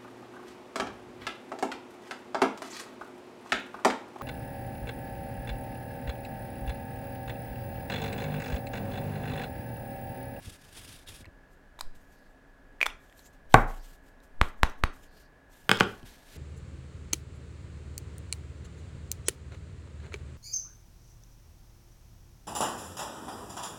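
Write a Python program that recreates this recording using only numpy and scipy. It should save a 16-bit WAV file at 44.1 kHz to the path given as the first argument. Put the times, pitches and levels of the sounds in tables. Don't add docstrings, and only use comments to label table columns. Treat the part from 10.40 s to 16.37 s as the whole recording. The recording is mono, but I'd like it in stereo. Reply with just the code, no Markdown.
import sys
import numpy as np
from scipy import signal
from scipy.fft import rfft, irfft
from scipy.io import wavfile
from scipy.ndimage import uniform_filter1d

SR = 44100
rng = np.random.default_rng(int(sys.argv[2]) if len(sys.argv) > 2 else 0)


def file_out(sig):
    cols = np.atleast_2d(sig).T
    lim = np.clip(cols, -1, 1)
    pcm = np.round(lim * 32767).astype(np.int16)
    wavfile.write(sys.argv[1], SR, pcm)


N = 263277
TIME_S, FREQ_HZ = np.arange(N) / SR, np.fft.rfftfreq(N, 1 / SR)

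# start in seconds, rise in seconds, hold in seconds, relative level in dB.
NIB_STROKES = [(-0.04, 0.12, 0.082, -51), (.17, 0.086, 0.08, -58), (.305, 0.067, 0.11, -51),
               (.47, 0.032, 0.13, -52), (.661, 0.022, 0.13, -50.5)]
NIB_CATCHES = [(.672, .004, .012, -50)]
CAP_SCRAPES = [(1.391, .003, .013, -55)]
SKIN_RUBS = [(1.09, 0.042, .015, -72.5), (1.545, .01, 0.0044, -63), (1.56, 0.045, 0.31, -75.5),
             (1.715, 0.0087, .004, -70), (2.56, 0.067, 0.21, -70.5), (2.74, 0.043, 0.035, -65),
             (2.84, .025, 0.0088, -61.5), (2.925, .012, .003, -68), (3.09, 0.039, 0.087, -56.5),
             (3.27, 0.014, 0.1, -58.5), (3.41, 0.038, 0.1, -60.5), (3.62, 0.053, .02, -69),
             (3.82, 0.02, .004, -63), (4.02, .02, 0.047, -59.5), (4.16, 0.034, .02, -73),
             (4.24, 0.022, 0.057, -66), (4.375, .015, .01, -68.5), (4.52, 0.018, 0.077, -66.5),
             (4.62, 0.023, 0.0044, -63.5), (4.7, 0.1, 0.024, -64.5), (5.09, .05, .14, -64)]
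CLOTH_BRUSHES = [(5.42, 0.072, 0.1, -60.5), (5.645, 0.013, 0.099, -58), (5.82, 0.14, 0.049, -58)]
HEEL_BUMPS = [(.065, .017, 0.013, -31), (.8, 0.012, 0.077, -46.5), (5.625, 0.0069, 0.031, -38.5),
              (5.925, 0.052, .02, -33)]
# the four gesture columns, then first and last resonance in Hz.
HISSES_AND_SWISHES = [(1.68, .08, .12, -75.5, 4450, 4530), (2.818, 0.044, .014, -61, 5730, 7400),
                      (3.372, 0.041, 0.073, -68, 3900, 7100), (4.62, .15, 0.097, -68.5, 4360, 4700)]

# time in seconds, relative level in dB, contact hardness as a cutoff in Hz,
# factor on the mode frequencies, left over right in dB.
SLIP_BLOWS = [(1.3902, -32, 1470, 0.98, 2), (1.3935, -44, 12000, 0.94, -4), (1.4089, -27, 7000, 1.026, 2),
              (1.4103, -31, 14000, 1.25, -1), (3.1413, -13.5, 6640, 0.98, -3)]
SNAP_BLOWS = [(0.845, -44, 9000, 0.91, 2), (0.854, -42.5, 6000, 0.8, 2), (0.862, -47, 5000, 1.1, 2),
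              (2.406, -29.5, 12000, 0.81, 0), (2.4137, -11, 6960, 1.014, -1.7),
              (2.429, -9.5, 6900, 0.97, 0.29), (2.5022, -36, 8000, 1.16, 0)]
SEAT_BLOWS = [(2.4591, -24.5, 12000, 0.87, 0), (2.464, -14.5, 8000, 0.91, -1),
              (2.4662, -33, 12000, 1.1, -1)]
RAP_BLOWS = [(3.1425, 4, 3012, 0.96, -1)]
PAT_BLOWS = [(4.0139, 0.5, 2530, 1.134, -0.61), (4.2321, 1.5, 3410, 0.97, -0.19),
             (4.4373, -2.5, 2950, 1.16, -1.2)]
DROP_BLOWS = [(5.2933, -10, 6950, 0.94, -6), (5.3146, -5.5, 6100, 0.97, -1.5),
              (5.4075, -1.5, 1450, .93, -1)]
TICK_BLOWS = [(0.856, -47.5, 9000, 1.06, 0), (2.698, -53, 5000, 0.84, 0), (2.726, -45.5, 4000, 0.47, 1),
              (2.793, -46.5, 7900, 1.05, 0.5), (3.125, -44, 5010, 0.82, -0.5),
              (3.803, -56.5, 7970, 0.97, -2), (4.087, -54, 14160, 1.2, 4), (4.298, -46.5, 14100, 1.5, 6),
              (5.335, -43, 9410, 1.0, 7), (5.3515, -46, 7060, 0.55, -6), (5.3722, -27, 6000, 0.92, -4),
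              (5.378, -53, 6960, 0.65, -4), (5.4005, -25, 7000, 1.1, -2), (5.402, -21.5, 6900, 0.645, -15),
              (5.4335, -34, 7000, 0.96, -1), (5.63, -48, 3970, 0.77, -6)]

# nominal frequency in Hz, relative level in dB, T60 in seconds.
BARREL_MODES = [(1000, 0, 0.012), (1800, -8, .005), (3888, 1.5, 0.011), (4470, -5.5, 0.0046),
                (5000, -2, 0.003), (7400, -3, 0.0061), (10100, -13, 0.002)]
OPEN_CAP_MODES = [(650, -23.5, 0.0173), (1820, -31, 0.0095), (2404, 2, .013), (3850, -57, 0.0094),
                  (4590, -40, 0.0048)]
SHUT_CAP_MODES = [(1307, 5, 0.0045), (1530, -1, 0.015), (2250, -0.5, 0.0055), (3860, -5.5, 0.019),
                  (5070, -3, 0.0017), (8600, -29.5, 0.00405)]
TABLE_MODES = [(114.6, -16, 0.23), (147, -10, 0.034), (240.7, -27, 0.3), (315, -6.5, 0.0084),
               (460, -14.5, 0.05), (690, -23.5, 0.14), (735, -37.5, 0.38), (818.5, 1, 0.022),
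               (827, -27, 0.27), (875, -34.5, 0.059), (1168, -4.5, 0.031), (1211.6, -31.5, 0.11),
               (1460, -37.5, .2), (1596, -5.5, 0.027), (1730, -23.5, 0.041), (2100, -6.5, 0.0091),
               (2380, -18, .04), (2350, -17, 0.012), (4068, -21, 0.0024)]
PALM_MODES = [(52.7, -7.5, 0.037), (230, -16.5, 0.016), (1020, -3, 0.006), (1850, -1.5, 0.003),
              (3540, -2, 0.0016), (5950, -9.5, 0.00083)]
DROP_MODES = [(113.4, -23.5, 0.33), (205.5, -12.5, 0.11), (435, -9, 0.028), (653, -22, 0.033),
              (804, -14, 0.029), (1060, -6.5, 0.0093), (1202, -10.5, 0.035), (1594, 2.5, 0.011),
              (2290, -12.5, 0.034), (2560, -9, 0.02), (3380, 1, 0.007), (5300, -10.5, 0.011),
              (6540, -15, 0.012), (8600, -9, 0.0032)]

# peak time in seconds, level in dB, sway in Hz, left over right in dB.
AIR_PUFFS = [(1.467, -20.5, 9.5, 6.5), (2.472, -35.5, 26, 8), (3.139, -17.5, 29, -3.5),
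             (4.014, -15.5, 15, -5.5), (4.232, -17.5, 14, -6.5), (4.437, -14.5, 18, -4),
             (5.408, -23, 64, -3), (5.65, -39.5, 37.2, -7)]

# frequency in Hz, relative density in dB.
FELT_SPECTRUM = [(1000, -3), (1900, -1.5), (2700, 2), (3500, -5.5), (4200, -2.5), (5000, 0), (6200, -4),
                 (8400, -4), (10800, -21), (11700, -4.5), (14000, -14), (16000, -16)]
SKIN_SPECTRUM = [(1500, -5.5), (2800, 0), (4500, -4), (7500, -1.5), (10500, -7), (13500, -2.5),
                 (16000, -15)]
SLEEVE_SPECTRUM = [(1120, -10.5), (1900, -6), (2000, -4.5), (4160, -5), (5200, -9), (5590, -7.5),
                   (9800, -12), (13200, -13), (16000, -20)]
RUMBLE_SPECTRUM = [(12, -54), (20, -8), (97, 2), (215, -13.5), (264, -8.5), (476, -21.5), (644, -28.5),
                   (900, -84), (1170, -30), (1980, -120)]
TABLETOP_SPECTRUM = [(50, -13), (120, 3), (190, -5.5), (380, -2), (560, -7), (800, -2.5), (1400, 0),
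                     (2250, -12), (2900, -30), (6000, -44)]
FAN_SPECTRUM = [(12, -37), (20, 9), (60, -2.5), (107, -11.5), (142, -8.5), (241, -11), (270, -15.5),
                (399, -12), (459, -14), (607, -12.5), (1260, -21.5), (1660, -16), (2080, -25.5),
                (3840, -35), (16000, -47)]
ROOM_SPECTRUM = [(40, -8.5), (150, -3.5), (400, 5), (900, -5), (2500, -3), (5000, -0.5), (12000, 1.5),
                 (16000, -1)]

# centre in Hz, width in Hz, relative level in dB.
NIB_PEAKS = [(3500, 700, -9), (9750, 1350, -6)]
FAN_PEAKS = [(1610, 310, -81), (1537, 260, -86), (272.4, 27, -67.5)]
# frequency in Hz, rms level in dB.
WHINE_TONES = [(1674, -70), (1723, -74.5)]

# frequency in Hz, T60 in seconds.
ROOM_DECAY = [(120, 0.22), (400, 0.37), (1000, 0.38), (2700, 0.29), (7000, 0.27), (15000, 0.11)]
# frequency in Hz, left-right correlation.
ROOM_CORRELATION = [(130, -0.44), (300, 0.18), (700, 0.74), (3000, 0.67), (7000, -0.69)]


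def scribble(rasp_full_db=-50, rasp_power=1.4):
    pressure = gestures(NIB_STROKES, sag_db=7, release_s=0.015)
    drag = friction(0.75, grip_db=2.5, grip_hz=49.5, grain_db=0.5)
    felt = drift_colour(colour(drag, FELT_SPECTRUM), patch_db=0.5)
    rasp = (pressure / amp(rasp_full_db)) ** (rasp_power - 1) * resonances(drag, NIB_PEAKS)
    squeak = gestures(NIB_CATCHES, sag_db=3, release_s=0.006) * unit(resonances(drag, NIB_PEAKS[:1]))
    hand_drag = friction(-0.082, grip_db=0.5, grip_hz=25, grain_db=-1)
    rumble = amp(1) * colour(hand_drag, RUMBLE_SPECTRUM)
    return sides(2.9) * (pressure * (felt + rasp) + squeak) + pressure * rumble


def cap_clicks():
    slip = blows(SLIP_BLOWS, BARREL_MODES, crack_db=2, crack_s=0.0016, spread_rad=0.15, low_hz=629)
    snap = blows(SNAP_BLOWS, OPEN_CAP_MODES, crack_db=-17, crack_s=0.0039, spread_rad=0.088, low_hz=498)
    seat = blows(SEAT_BLOWS, SHUT_CAP_MODES, crack_db=-7, crack_s=0.0027, spread_rad=0.083, low_hz=533)
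    return slip + snap + seat, amp(-15.5) * slip + amp(-14.5) * snap + amp(-13) * seat


def table_rap():
    return blows(RAP_BLOWS, TABLE_MODES, crack_db=-28.5, crack_s=0.0048, spread_rad=0.22, low_hz=45)


def palm_pats():
    return blows(PAT_BLOWS, PALM_MODES, crack_db=-13, crack_s=0.002, spread_rad=0.1, low_hz=8.3, order=2)


def marker_drop():
    return blows(DROP_BLOWS, DROP_MODES, crack_db=-7, crack_s=0.0014, spread_rad=0.49, low_hz=89)


def barrel_ticks(rattle_count=12):
    first_s, last_s = DROP_BLOWS[1][0], DROP_BLOWS[2][0]
    rattle = [(first_s + when * (last_s - first_s), -33 - 10 * soft, 7000, 0.56 + 0.61 * tune, -4)
              for when, soft, tune in rng.random((rattle_count, 3))]
    ticks = TICK_BLOWS + rattle
    return blows(ticks, BARREL_MODES, crack_db=2.5, crack_s=0.00052, spread_rad=0.22, low_hz=900.5)


def tabletop_shudder(t60_s=0.38, swell_s=0.0021):
    t = np.maximum(TIME_S - RAP_BLOWS[0][0], 0)
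    envelope = amp(-21) * (1 - np.exp(-t / swell_s)) * decay(t, t60_s)
    return envelope * colour(stereo_noise(0.6), TABLETOP_SPECTRUM)


def stand_shake(hz=28, level_db=-19, t60_s=0.78):
    t = np.maximum(TIME_S - RAP_BLOWS[0][0], 0)
    return amp(level_db) * decay(t, t60_s) * np.sin(2 * np.pi * hz * t)


def air_puffs(rise_s=0.025, fall_s=0.052):
    t, out = np.arange(-SR // 5, SR // 2) / SR, np.zeros((2, N))
    for peak_s, db, hz, pan_db in AIR_PUFFS:
        build = np.exp(-abs(t) / rise_s)
        sway = np.exp(-abs(t) / fall_s) * np.cos(2 * np.pi * hz * t)
        pressure = np.array([[1], [-1]]) * np.where(t < 0, build, sway)
        add(out, peak_s + t[0], amp(db) * sides(pan_db) * pressure)
    return out


def barrel_rubs():
    drag = friction(0.3, grip_db=1.5, grip_hz=45, grain_db=1)
    skin = drift_colour(colour(drag, SKIN_SPECTRUM), patch_db=1.5)
    fingers = gestures(SKIN_RUBS, sag_db=4, release_s=0.022)
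    cap = gestures(CAP_SCRAPES, sag_db=1, release_s=0.002)
    return amp(3) * (fingers + cap) * skin


def sleeve():
    drag = friction(0.69, grip_db=1.1, grip_hz=58.8, grain_db=1.5)
    cloth = drift_colour(colour(drag, SLEEVE_SPECTRUM), patch_db=0.2)
    return amp(3.5) * sides(-1.5) * gestures(CLOTH_BRUSHES, sag_db=5.5, release_s=0.1) * cloth


def hand_bumps():
    rumble = colour(friction(0.13, grip_db=6.5, grip_hz=25.2, grain_db=2.5), RUMBLE_SPECTRUM)
    return sides(-3.9) * gestures(HEEL_BUMPS, sag_db=6, release_s=0.016) * rumble


def hisses_and_swishes(pole_width_hz=1400):
    glide = []
    for start_s, rise_s, hold_s, _, first_hz, last_hz in HISSES_AND_SWISHES:
        glide += [(start_s, first_hz), (start_s + rise_s + hold_s, last_hz)]
    centre_hz = np.interp(TIME_S, *np.transpose(glide))
    carrier = np.exp(2j * np.pi * np.cumsum(centre_hz) / SR)
    pole = np.exp(-np.pi * pole_width_hz / SR)
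    noise = friction(0.6, grip_db=1, grip_hz=60, grain_db=1)
    baseband = signal.lfilter([1], np.poly([pole, pole]), noise / carrier)
    band = unit((carrier * baseband).real)
    return gestures([row[:4] for row in HISSES_AND_SWISHES], sag_db=3, release_s=0.012) * band


def fan(waver=0.002, waver_hz=13):
    tones = 0
    for hz, db in WHINE_TONES:
        phase = 2 * np.pi * np.cumsum(hz * (1 + waver * wander(waver_hz))) / SR
        tones += amp(db) * np.sqrt(2) * np.sin(phase)
    whir = amp(-55) * colour(stereo_noise(0.45), FAN_SPECTRUM)
    return sides(-0.5) * (whir + resonances(stereo_noise(0.27), FAN_PEAKS) + tones)


def room(x, gap_s=0.007):
    t = np.arange(SR // 2) / SR
    taps = rng.choice([-1, 1], (2, len(t))) * (rng.random((2, len(t))) < 0.15)
    hz, delay_s, (left, other) = signal.stft(taps, SR, nperseg=256)
    shared = np.clip(curve(ROOM_CORRELATION, hz), -1, 1)[:, None]
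    bands = np.array([left, shared * left + np.sqrt(1 - shared ** 2) * other])
    gain_db = curve(ROOM_SPECTRUM, hz)[:, None] - 60 * delay_s / curve(ROOM_DECAY, hz)[:, None]
    tail = signal.istft(bands * amp(gain_db), SR, nperseg=256)[1][:, :len(t)]
    tail *= 1 - np.exp(-(t / gap_s) ** 2)
    return signal.fftconvolve(x, tail / np.linalg.norm(tail[0]), axes=1)[:, :N]


def blows(rows, modes, crack_db, crack_s, spread_rad, low_hz, order=1):
    t, out = np.arange(SR // 3) / SR, np.zeros((2, N))
    for start_s, db, hard_hz, tune, pan_db in rows:
        ring = 0
        for k, (hz, mode_db, t60_s) in enumerate(modes):
            skew_rad = spread_rad + 0.55 / (1 + (hz / 400) ** 2)
            phase = 2 * np.pi * hz * tune * t + skew_rad * np.array([[1], [-1]]) * np.minimum(t * hz, 1)
            polarity = -(-1) ** k
            ring += polarity * amp(mode_db) * decay(t, t60_s) * np.sin(phase)
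        crack = amp(crack_db) * stereo_noise(0.13, size=len(t)) * np.exp(-t / crack_s)
        ring = signal.lfilter(*signal.butter(order, hard_hz, fs=SR), ring)
        crack = signal.lfilter(*signal.butter(1, hard_hz, fs=SR), crack)
        radiated = signal.lfilter(*signal.butter(2, low_hz, "high", fs=SR), ring + crack)
        add(out, start_s, amp(db) * sides(pan_db) * radiated)
    return out


def gestures(rows, sag_db, release_s):
    gain = 0
    for start_s, rise_s, hold_s, db in rows:
        t = TIME_S - start_s - rise_s
        press = np.clip(1 + t / rise_s, 0, 1)
        held = amp(db - sag_db * np.clip(t / hold_s, 0, 1))
        release = np.exp(-np.maximum(t - hold_s, 0) / release_s)
        gain += press * held * release
    return gain


def friction(correlation, grip_db, grip_hz, grain_db):
    return stereo_noise(correlation) * amp(grip_db * wander(grip_hz) + grain_db * wander(1000))


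def drift_colour(x, patch_db, patch_frames=14, patch_bins=12):
    bands = signal.stft(x, SR, nperseg=512)[2]
    patches = uniform_filter1d(rng.standard_normal(bands.shape[1:]), patch_bins, 0)
    patches = unit(uniform_filter1d(patches, patch_frames, 1))
    return unit(signal.istft(bands * amp(patch_db * patches), SR, nperseg=512)[1][:, :N])


def resonances(x, peaks):
    return sum(amp(db) * unit(irfft(rfft(x) / (1 + (2 * (FREQ_HZ - hz) / width_hz) ** 4), N))
               for hz, width_hz, db in peaks)


def stereo_noise(correlation, size=N):
    left, other = rng.standard_normal((2, size))
    return np.array([left, correlation * left + np.sqrt(1 - correlation ** 2) * other])


def wander(hz):
    return unit(irfft(rfft(rng.standard_normal(N)) * np.exp(-(FREQ_HZ / hz) ** 2), N))


def colour(x, spectrum):
    return unit(irfft(rfft(x) * amp(curve(spectrum, FREQ_HZ)), N))


def curve(points, hz):
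    knots_hz, values = np.transpose(points)
    return np.interp(np.log(hz + 1), np.log(knots_hz + 1), values)


def decay(t, t60_s):
    return np.exp(-np.log(1000) * t / t60_s)


def amp(db):
    return 10 ** (np.asarray(db) / 20)


def unit(x):
    return x / np.sqrt(np.mean(x ** 2) + 1e-20)


def sides(pan_db):
    return amp([[pan_db / 2], [-pan_db / 2]])


def add(mix, start_s, sound):
    part = mix[:, round(start_s * SR):][:, :sound.shape[1]]
    part += sound[:, :part.shape[1]]


def scene():
    rustle = scribble() + barrel_rubs() + sleeve() + hand_bumps() + hisses_and_swishes()
    cap, cap_send = cap_clicks()
    rap, pats, drop, ticks = table_rap(), palm_pats(), marker_drop(), barrel_ticks()
    send = cap_send + amp(-13.5) * (rap + pats) + amp(-9.5) * drop + amp(-20) * ticks
    knocks = cap + rap + pats + drop + ticks + room(send)
    return rustle + knocks + tabletop_shudder() + stand_shake() + air_puffs() + fan()


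def record(dry):
    cutoff_hz = 16200
    lowpass = signal.firwin(255, cutoff_hz, window=("kaiser", 7), fs=SR)
    return signal.oaconvolve(np.clip(dry, -1, 1), lowpass[None], "same")


dry = scene()
out = record(dry)
file_out(out)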